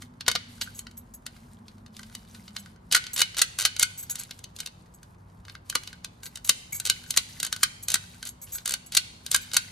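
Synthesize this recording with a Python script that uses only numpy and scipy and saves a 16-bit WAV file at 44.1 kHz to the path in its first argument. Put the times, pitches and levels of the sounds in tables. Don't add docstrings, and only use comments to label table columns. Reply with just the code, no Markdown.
import sys
import numpy as np
from scipy import signal
from scipy.fft import rfft, irfft, next_fast_len
from scipy.io import wavfile
from scipy.ndimage import uniform_filter1d

SR = 44100
rng = np.random.default_rng(int(sys.argv[2]) if len(sys.argv) > 2 else 0)


def generate_wav(sig):
    pcm = np.round(np.clip(np.atleast_2d(sig).T, -1, 1) * 32767).astype(np.int16)
    wavfile.write(sys.argv[1], SR, pcm)


N = 428211
TIME = np.arange(N) / SR

# pitch in Hz, level in dB.
RUMBLE_COLOUR = [(20, -18.5), (32, -12), (48, 5), (100, 0), (140, 3), (235, -6.5), (285, -10), (600, -13.5),
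                 (1000, -11), (1600, -20), (4000, -44), (15000, -46.5)]
# pitch in Hz, level in dB.
HUM_TONES = [(98, -55.5), (181, -60.5), (242, -62.5)]
# time in seconds, pitch in Hz, level in dB.
DRONE_PATH = [(0, 245, -52), (1.3, 225, -53.5), (1.998, 218, -50), (2.6, 205, -49.5), (2.9, 180, -53),
              (3.3, 175, -69.5)]
# start and end in seconds, level in dB.
GLOVE_RUBS = [(0, 0.025, -47), (0.477, 0.794, -56.5), (1.3, 1.533, -63.5), (1.657, 1.796, -69),
              (1.92, 2.233, -58), (2.262, 2.477, -58), (2.515, 2.697, -62), (3.976, 4.387, -58.5),
              (4.542, 4.638, -52.5), (4.703, 4.824, -75), (5.017, 5.059, -66), (5.26, 5.328, -78.5),
              (5.434, 5.545, -65), (5.644, 5.91, -58.5), (6.2, 6.423, -66), (6.7, 7.654, -53.5),
              (7.995, 8.282, -56.5), (8.457, 8.61, -50), (9.23, 9.71, -54.5)]
# pitch in Hz, level in dB.
GLOVE_COLOUR = [(400, -9), (1000, -15), (1550, 1), (1900, -2.5), (4200, 1), (7000, -0.5), (10500, 1.5),
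                (13500, 1.5), (15200, -23)]
# start in seconds, then level,
# ring of the lock's front plate and brightness, all in dB.
LIGHT_CLICKS = [(0.208, -27.5, 1, -6), (0.2636, -28, -1, -11), (0.298, -24, 4.5, -10.5),
                (0.314, -20.5, 0, 0.5), (0.674, -52.5, 26, -3), (0.791, -37, 0, 14), (0.868, -36, 8.5, -8),
                (0.911, -49, 4, 2), (1.2641, -29, 3, 3), (1.363, -52, 11, -11), (1.681, -40.5, -4, -6.5),
                (1.862, -45.5, 6, -2), (1.966, -37.5, -5, 0), (1.992, -40, 14, 3), (2.031, -39, 4, -1),
                (2.15, -32, 1, 4.5), (2.346, -42.5, 5, -2), (2.479, -38, 0.5, -8.5), (2.564, -25, 3, -3),
                (2.659, -46, 14, 0), (3.039, -32, -6, -5), (3.066, -29.5, -1, -4), (3.345, -35.5, 5, -2),
                (3.383, -30, 10, 14), (3.764, -27, -2, 0), (4.097, -34.5, 0, -9), (4.309, -29, -3, -2.5),
                (4.39, -46.5, 4, 9), (4.44, -33.5, -7.5, 2), (4.563, -38, -11, 4.5), (4.66, -27.5, -9.5, 1),
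                (4.672, -33.5, 0, -1), (5.03, -47.5, 10.5, 6), (5.451, -46, 7, -2),
                (5.481, -41.5, 13.5, -9), (5.496, -36, 3.5, -11), (5.551, -38.5, 14.5, -7),
                (5.698, -26, -4, 8), (5.725, -39.5, 16, -2), (5.834, -38.5, 1, 1.5), (5.874, -30, -4.5, -3),
                (5.929, -39, 10.5, -1.5), (6.045, -28, 1, 1.5), (6.232, -37.5, 6.5, 3.5),
                (6.356, -32, -6, 4), (6.372, -37.5, 6, 4), (6.799, -27.5, -3, 10), (7.106, -22.5, -9, 9),
                (7.14, -29.5, 1, -9), (7.163, -28.5, 10.5, 8), (7.4, -25, -3.5, 5), (7.955, -23.5, 10, 4),
                (8.227, -30, 3.5, 1), (8.583, -33, 2, -4), (8.738, -19.5, 0.5, 4), (9.263, -28, -6.5, 3.5),
                (9.361, -23, 3, 11.5), (9.515, -32.5, 0, -4)]
# start in seconds, then level, plate ring, brightness and
# thud in dB, then length of the chatter in seconds.
HEAVY_BLOWS = [(0.2804, -15, 7.5, 2.5, 9.5, 0.0054), (0.3516, -21, -6, -7, 9.5, 0.0046),
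               (0.358, -22, 6, -8, 0, 0.0036), (0.6122, -23.5, -0.5, -1.5, -0.5, .012),
               (2.923, -18, -8, 4.5, -11, .0067), (2.947, -13, 12.5, 3, -24.5, 0.0061),
               (2.9593, -26, 11, 8.5, -8, 0.0085), (3.216, -12.5, 2, 2, -5.5, 0.0041),
               (3.416, -13.5, 4, 6.5, -6.5, 0.0061), (3.651, -12.5, -0.5, -.5, -3.5, 0.0041),
               (3.657, -24, 8, 5, -10.5, 0.0064), (3.827, -16, 4, 8, -10.5, 0.0064),
               (5.752, -19, 7.5, 3, 6, 0.0059), (6.492, -12.5, 0.5, 7, -6.5, 0.006),
               (6.898, -14.5, -4.5, 3.5, -13.5, 0.0026), (7.172, -13, -0.5, 5.5, -4, .0061),
               (7.631, -13, 3.5, 4.5, -4.5, 0.0067), (7.941, -17.5, 2.5, 7.5, -5.5, 0.004),
               (8.968, -11, -4.5, 3.5, -9, .009), (9.345, -14.5, 5, 5, -1, .0043),
               (9.566, -14, 2.5, 5.5, -4, 0.0053)]
# pitch in Hz, level in dB.
LOCK_COLOUR = [(100, -13.5), (200, -19.5), (380, -21.5), (520, -10), (900, -12), (1300, -7.5), (1900, -3.5),
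               (3000, 0), (4300, 5), (5500, 0.5), (8500, -3), (12500, -5), (14300, -7.5), (16000, -37)]
# pitch in Hz, level in dB, seconds to fade by 60 dB.
LOCK_NOTES = [(515.6, -31.5, 0.037), (1225, -33.5, 0.036), (1495, -20.5, 0.13), (1576, -19, 0.035),
              (1997, -30.5, 0.044), (2160, -25, 0.081), (2966, -22.5, 0.099), (3075, -18.5, 0.031),
              (3770, -22.5, 0.033), (4220, -23, 0.03), (4490, -22, .035), (5970, -21, 0.015),
              (6210, -19, 0.03), (8050, -23.5, 0.02), (10000, -23.5, 0.025)]
# start and length in seconds, level in dB, bending note's share in dB.
JINGLES = [(0.608, 0.039, -42, -21), (0.747, 0.054, -48, -18), (0.97, 0.014, -44.5, -26),
           (1.138, .013, -45, -17), (2.582, 0.024, -47.5, -20), (3.132, 0.012, -30, -19.5),
           (3.976, 0.037, -39, -9), (4.027, 0.013, -40, -17), (4.096, .02, -28, -33),
           (4.19, 0.01, -34.5, -20), (4.939, 0.012, -50.5, -32), (6.229, 0.043, -46, -14),
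           (6.444, 0.029, -40, -20), (6.723, 0.011, -32.5, 3), (6.746, 0.021, -35, -7),
           (7.07, 0.078, -56, -19), (7.826, 0.012, -38, -20.5), (8.254, 0.045, -43.5, -21),
           (8.415, 0.032, -42, -17), (8.52, 0.041, -36, -30), (8.862, 0.0075, -44, -14),
           (9.412, .023, -44.5, -20)]
# pitch in Hz, level in dB, seconds to fade by 60 dB.
KEY_NOTES = [(6600, -7, .08), (6660, -7.5, 0.078), (7650, -9.5, 0.14), (7830, -6, 0.078),
             (7800, -12.5, .06), (11170, -4.5, 0.061), (11250, -5.5, 0.078), (12500, -4.5, .06),
             (12400, 0, 0.077), (13100, -3.5, 0.0417)]
# pitch in Hz, level in dB, seconds to fade by 60 dB.
KEY_BENDING_NOTE = [(2230, -4, 0.071)]
# start and end in seconds, scrape level in dB, number of ticks, first gap
# in seconds, then first tick's level, change per tick, plate ring and brightness, all in dB.
KEY_TURNS = [(2.913, 2.979, -30.5, 2, 0.02, -25, 5, -8, -7),
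             (3.162, 3.213, -33, 4, .016, -26.5, 1.5, 4, 6.5),
             (3.368, 3.411, -35, 2, 0.023, -25.5, 7, 0, 0.5),
             (3.587, 3.68, -40, 5, 0.011, -21.5, -1.5, 3.5, 6),
             (3.795, 3.83, -33, 2, 0.013, -20, -20, -1, 11.5),
             (4.155, 4.228, -49.5, 3, 0.042, -31.5, -4, -0.5, 9),
             (4.587, 4.611, -44, 2, 0.015, -40.5, 13, -4, 5),
             (6.256, 6.274, -52, 2, .007, -37.5, -2.5, 1, 6), (6.448, 6.52, -55, 2, .026, -36, 0, 0, 10),
             (6.852, 6.892, -39.5, 3, .01, -24.5, -1.5, -5, 8),
             (7.429, 7.476, -40.5, 3, 0.019, -22.5, -4, 3, 8),
             (7.526, 7.57, -53, 2, 0.036, -19.5, -12.5, 4.5, 3),
             (7.883, 7.969, -39.5, 3, .018, -22.5, -1.5, -5, 7.5),
             (8.252, 8.282, -44, 3, 0.02, -41.5, 0.5, -12, 14.5),
             (8.657, 8.744, -41, 5, 0.019, -25.5, -1, 3, 9.5),
             (8.921, 8.989, -40.5, 2, 0.028, -32.5, 13, -1, 6),
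             (9.314, 9.376, -38, 2, 0.024, -21, -17, -10, 10.5),
             (9.534, 9.561, -35, 2, 0.0084, -28, 3, 0, 7)]
KNOCK_TIMES = [3.829, 6.495, 6.899, 7.174, 7.944, 8.969]
# pitch in Hz, level in dB, seconds to fade by 60 dB.
TABLE_NOTES = [(85, -3, .07), (133, -4, 0.069), (205, -5, .045), (319, -18.5, 0.013)]
# pitch in Hz, level in dB.
ROOM_COLOUR = [(200, -6), (1000, -4), (2200, 8), (3300, 4.5), (6000, -1.5), (13000, -3), (15000, -14.5)]
# pitch in Hz, likeness from -1 to 1.
STEREO_LIKENESS = [(60, .99), (130, 1), (260, .8), (600, -0.14), (1500, -0.36), (5000, 0.22), (12000, -1)]
# pitch in Hz, phase lead in radians, level in dB.
LEFT_VS_RIGHT = [(200, 0, -1), (950, -.5, 0), (1500, .5, 3), (2050, .2, 1), (2600, 1, 1), (3600, .1, -1),
                 (5000, -.05, 0), (6500, .9, 0), (10000, 1.6, 0), (13000, 2.3, 0)]


def from_db(db):
    return 10 ** (np.asarray(db) / 20)


def unit_level(x):
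    return x / np.sqrt(np.mean(x ** 2) + 1e-20)


def at_hz(points, hz):
    pitches, values = np.transpose(points)
    return np.interp(np.log(np.maximum(hz, 1)), np.log(pitches), values)


def bin_hz(size):
    return np.arange(size // 2 + 1) * SR / size


def add(track, start_s, piece):
    start = max(round(start_s * SR), 0)
    track[..., start:start + piece.shape[-1]] += piece[..., :max(N - start, 0)]


def drift(per_s):
    points = rng.standard_normal(int(N / SR * per_s) + 2)
    return unit_level(np.interp(TIME * per_s, np.arange(len(points)), points))


def coloured(x, colour, size=4096):
    cepstrum = irfft(np.log(from_db(at_hz(colour, bin_hz(size)))))
    cepstrum[1:size // 2] *= 2
    cepstrum[size // 2 + 1:] = 0
    response = irfft(np.exp(rfft(cepstrum)))
    return signal.fftconvolve(x, response)[:len(x)]


def ring(force, notes):
    out = 0
    for hz, db, fade_s in notes:
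        decay = np.exp(-np.log(1000) / (fade_s * SR))
        feedback = decay * np.cos(2 * np.pi * hz / SR)
        note = signal.lfilter([1, -feedback], [1, -2 * feedback, decay ** 2], force + 1e-18)
        out = out + from_db(db) * np.sqrt(2 * (1 - decay ** 2)) * note
    return out


def struck(force, notes, vary_db):
    return sum(ring(force * from_db(vary_db * np.clip(drift(25), -1.5, 1.5)), [note]) for note in notes)


def friction(per_s, spread_db):
    sizes = from_db(spread_db * np.minimum(rng.exponential(1, N), 4))
    slips = rng.random(N) < per_s / SR
    return unit_level(slips * sizes * rng.standard_normal(N))


def surrounding_noise(colour, size):
    hz = bin_hz(size)
    alike = np.clip(at_hz(STEREO_LIKENESS, hz), -1, 1)
    mid, side = rfft(rng.standard_normal((2, size))) * from_db(at_hz(colour, hz))
    spectrum = np.sqrt(1 + alike) * mid + np.sqrt(1 - alike) * side * [[1], [-1]]
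    return unit_level(irfft(spectrum, size))


def background(rumble_db=-50, drone_width_hz=25):
    hum = 0
    for hz, db in HUM_TONES:
        swell = 1 + .5 * drift(4)
        hum = hum + from_db(db) * unit_level(swell * np.sin(2 * np.pi * hz * TIME + .89 * drift(3.7)))
    times, hz, db = np.transpose(DRONE_PATH)
    phase = 2 * np.pi * np.cumsum(np.interp(TIME, times, hz)) / SR
    band = drift(2 * drone_width_hz) * np.sin(phase) + drift(2 * drone_width_hz) * np.cos(phase)
    drone = from_db(np.interp(TIME, times, db)) * unit_level(band)
    rumble = from_db(rumble_db) * surrounding_noise(RUMBLE_COLOUR, next_fast_len(N))[:, :N]
    return rumble + hum + drone


def rub_strength(glide_s=.017, resting_db=-71.5):
    push = sum(from_db(db) * ((TIME > start) & (TIME < end)) for start, end, db in GLOVE_RUBS)
    decay = np.exp(-1 / (glide_s * SR))
    return signal.lfilter([1 - decay], [1, -decay], push + from_db(resting_db))


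def gloves(unsteady_db=2, grit_db=-5, parts=14):
    hiss = unit_level(coloured(friction(per_s=5800, spread_db=2.5), GLOVE_COLOUR))
    slips = friction(per_s=130, spread_db=2.5)
    which_part = rng.integers(0, parts, N)
    pitches = np.geomspace(1500, 11500, parts)
    grit = sum(ring(slips * (which_part == k), [(hz, 0, 25 / hz)]) for k, hz in enumerate(pitches))
    cloth = hiss + from_db(grit_db) * unit_level(grit)
    return cloth * rub_strength() * from_db(unsteady_db * drift(30))


def rattles(per_s=10, boost_db=6, spread_db=3, plate_db=11):
    moments = np.flatnonzero(rng.random(N) < per_s / SR)
    rub_db = 20 * np.log10(rub_strength()[moments])
    levels = rub_db + boost_db + spread_db * rng.standard_normal(N)[moments]
    return [(i / SR, db, plate_db, 0) for i, db in zip(moments, levels)]


def chatter(length_s, colour, lead_s, rise_s=.00039, fade_s=.0011, graze_s=.005, size=1800):
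    t = np.arange(size) / SR - lead_s
    swell = .5 + .5 * np.tanh((t - rise_s) / rise_s)
    fade = np.exp(-np.maximum(t - .91 * length_s, 0) / fade_s)
    graze = from_db(-22) * np.exp(-np.abs(t) / graze_s)
    lumps = unit_level(uniform_filter1d(rng.standard_normal(size), size=25))
    spectrum = rfft(rng.standard_normal(size) * (swell * fade + graze) * from_db(-lumps))
    even = spectrum / np.sqrt(uniform_filter1d(np.abs(spectrum) ** 2, size=41))
    return irfft(even * from_db(at_hz(colour, bin_hz(size)))) * np.sqrt(.005 * SR)


def steel_hits(heavy_db=-1, light_db=-5, click_thud_db=-3, click_s=.0033, lead_s=.008):
    hits = [(start, db + heavy_db, *rest) for start, db, *rest in HEAVY_BLOWS]
    for start, db, plate, bright in [*LIGHT_CLICKS, *lever_ticks(), *rattles()]:
        hits.append((start, db + light_db, plate, bright, click_thud_db, click_s))
    force = np.zeros(N)
    for start, db, plate, bright, thud, length_s in hits:
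        colour = [(750, thud), (1300, plate), (1750, plate), (2700, 0), (5200, 0), (7200, bright)]
        add(force, start - lead_s, from_db(db) * chatter(length_s, colour, lead_s))
    return force


def lock(drive_db=7, ring_db=-4):
    force = from_db(drive_db) * (steel_hits() + bolt_scrape())
    return coloured(force, LOCK_COLOUR) + from_db(ring_db) * struck(force, LOCK_NOTES, vary_db=4)


def spare_keys(level_db=-2, clink_db=-5, touches_per_s=5000):
    edge_force, bend_force = np.zeros((2, N))
    for start, length_s, db, bending_db in JINGLES:
        size = int(length_s * SR) + 1
        touches = unit_level(rng.standard_normal(size) * (rng.random(size) < touches_per_s / SR))
        add(edge_force, start, from_db(db) * touches)
        add(bend_force, start, from_db(db + bending_db) * touches)
    clink_colour = [(1500, -21.5), (5000, -8), (7000, -3), (9500, 0), (12500, 2.5), (15500, -17.5)]
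    clink = from_db(clink_db) * coloured(edge_force, clink_colour)
    ringing = struck(edge_force, KEY_NOTES, vary_db=3.5) + ring(bend_force, KEY_BENDING_NOTE)
    return from_db(level_db) * (ringing + clink)


def bolt_scrape(unsteady_db=2.2):
    push = sum(from_db(db) * ((TIME > start) & (TIME < end)) for start, end, db, *_ in KEY_TURNS)
    pressure = uniform_filter1d(push, size=200)
    return pressure * friction(per_s=4000, spread_db=3) * from_db(unsteady_db * drift(250))


def lever_ticks(gap_shrink=.88):
    ticks = []
    for start, _, _, count, gap_s, db, change_db, plate, bright in KEY_TURNS:
        for k in range(round(count)):
            ticks.append((start, db + k * change_db, plate, bright))
            start += gap_s * gap_shrink ** k
    return ticks


def table_knocks(push_db=-67.5):
    push = from_db(push_db) * signal.windows.hann(44) * np.sqrt(.005 * SR)
    force = np.zeros(N)
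    for start in KNOCK_TIMES:
        add(force, start, push)
    return ring(force, TABLE_NOTES)


def echoes(x, delay_s, fade_s, level_db, colour, size=32768):
    t = np.arange(size) / SR - delay_s
    fade = (t > 0) * np.exp(-np.log(1000) * np.abs(t) / fade_s)
    shares = np.array([drift(5) for _ in range(3)])
    out = 0
    for share in shares / np.sqrt(np.sum(shares ** 2, axis=0)):
        tail = surrounding_noise(colour, size) * fade
        tail /= np.sqrt(np.sum(tail ** 2) / 2)
        out = out + signal.fftconvolve([x * share], tail, axes=1)[:, :N]
    return from_db(level_db) * out


def microphones(x, size=512):
    hz, phase, db = np.transpose(LEFT_VS_RIGHT)
    sides = np.array([[.5], [-.5]])
    shift = np.exp(1j * sides * at_hz(np.c_[hz, phase], bin_hz(size)))
    gain = from_db(sides * at_hz(np.c_[hz, db], bin_hz(size)))
    response = np.roll(irfft(shift * gain), size // 2, axis=1) * signal.windows.hann(size, sym=False)
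    return signal.fftconvolve([x], response, axes=1)[:, size // 2:size // 2 + N]


def scene():
    close = lock() + table_knocks() + spare_keys() + gloves()
    table_colour = [(300, 6.5), (4000, 6), (7000, -2), (13000, 2.5), (15500, -6.5)]
    table = echoes(close, delay_s=.0031, fade_s=.085, level_db=-9.5, colour=table_colour)
    room = echoes(close, delay_s=.007, fade_s=.71, level_db=-20, colour=ROOM_COLOUR)
    return microphones(close) + table + room + background()


def record(dry):
    rounded = .92 * np.tanh(dry / 1.341)
    return signal.sosfilt(signal.ellip(10, .2, 80, 16300, fs=SR, output="sos"), rounded)


dry = scene()
out = record(dry)
generate_wav(out)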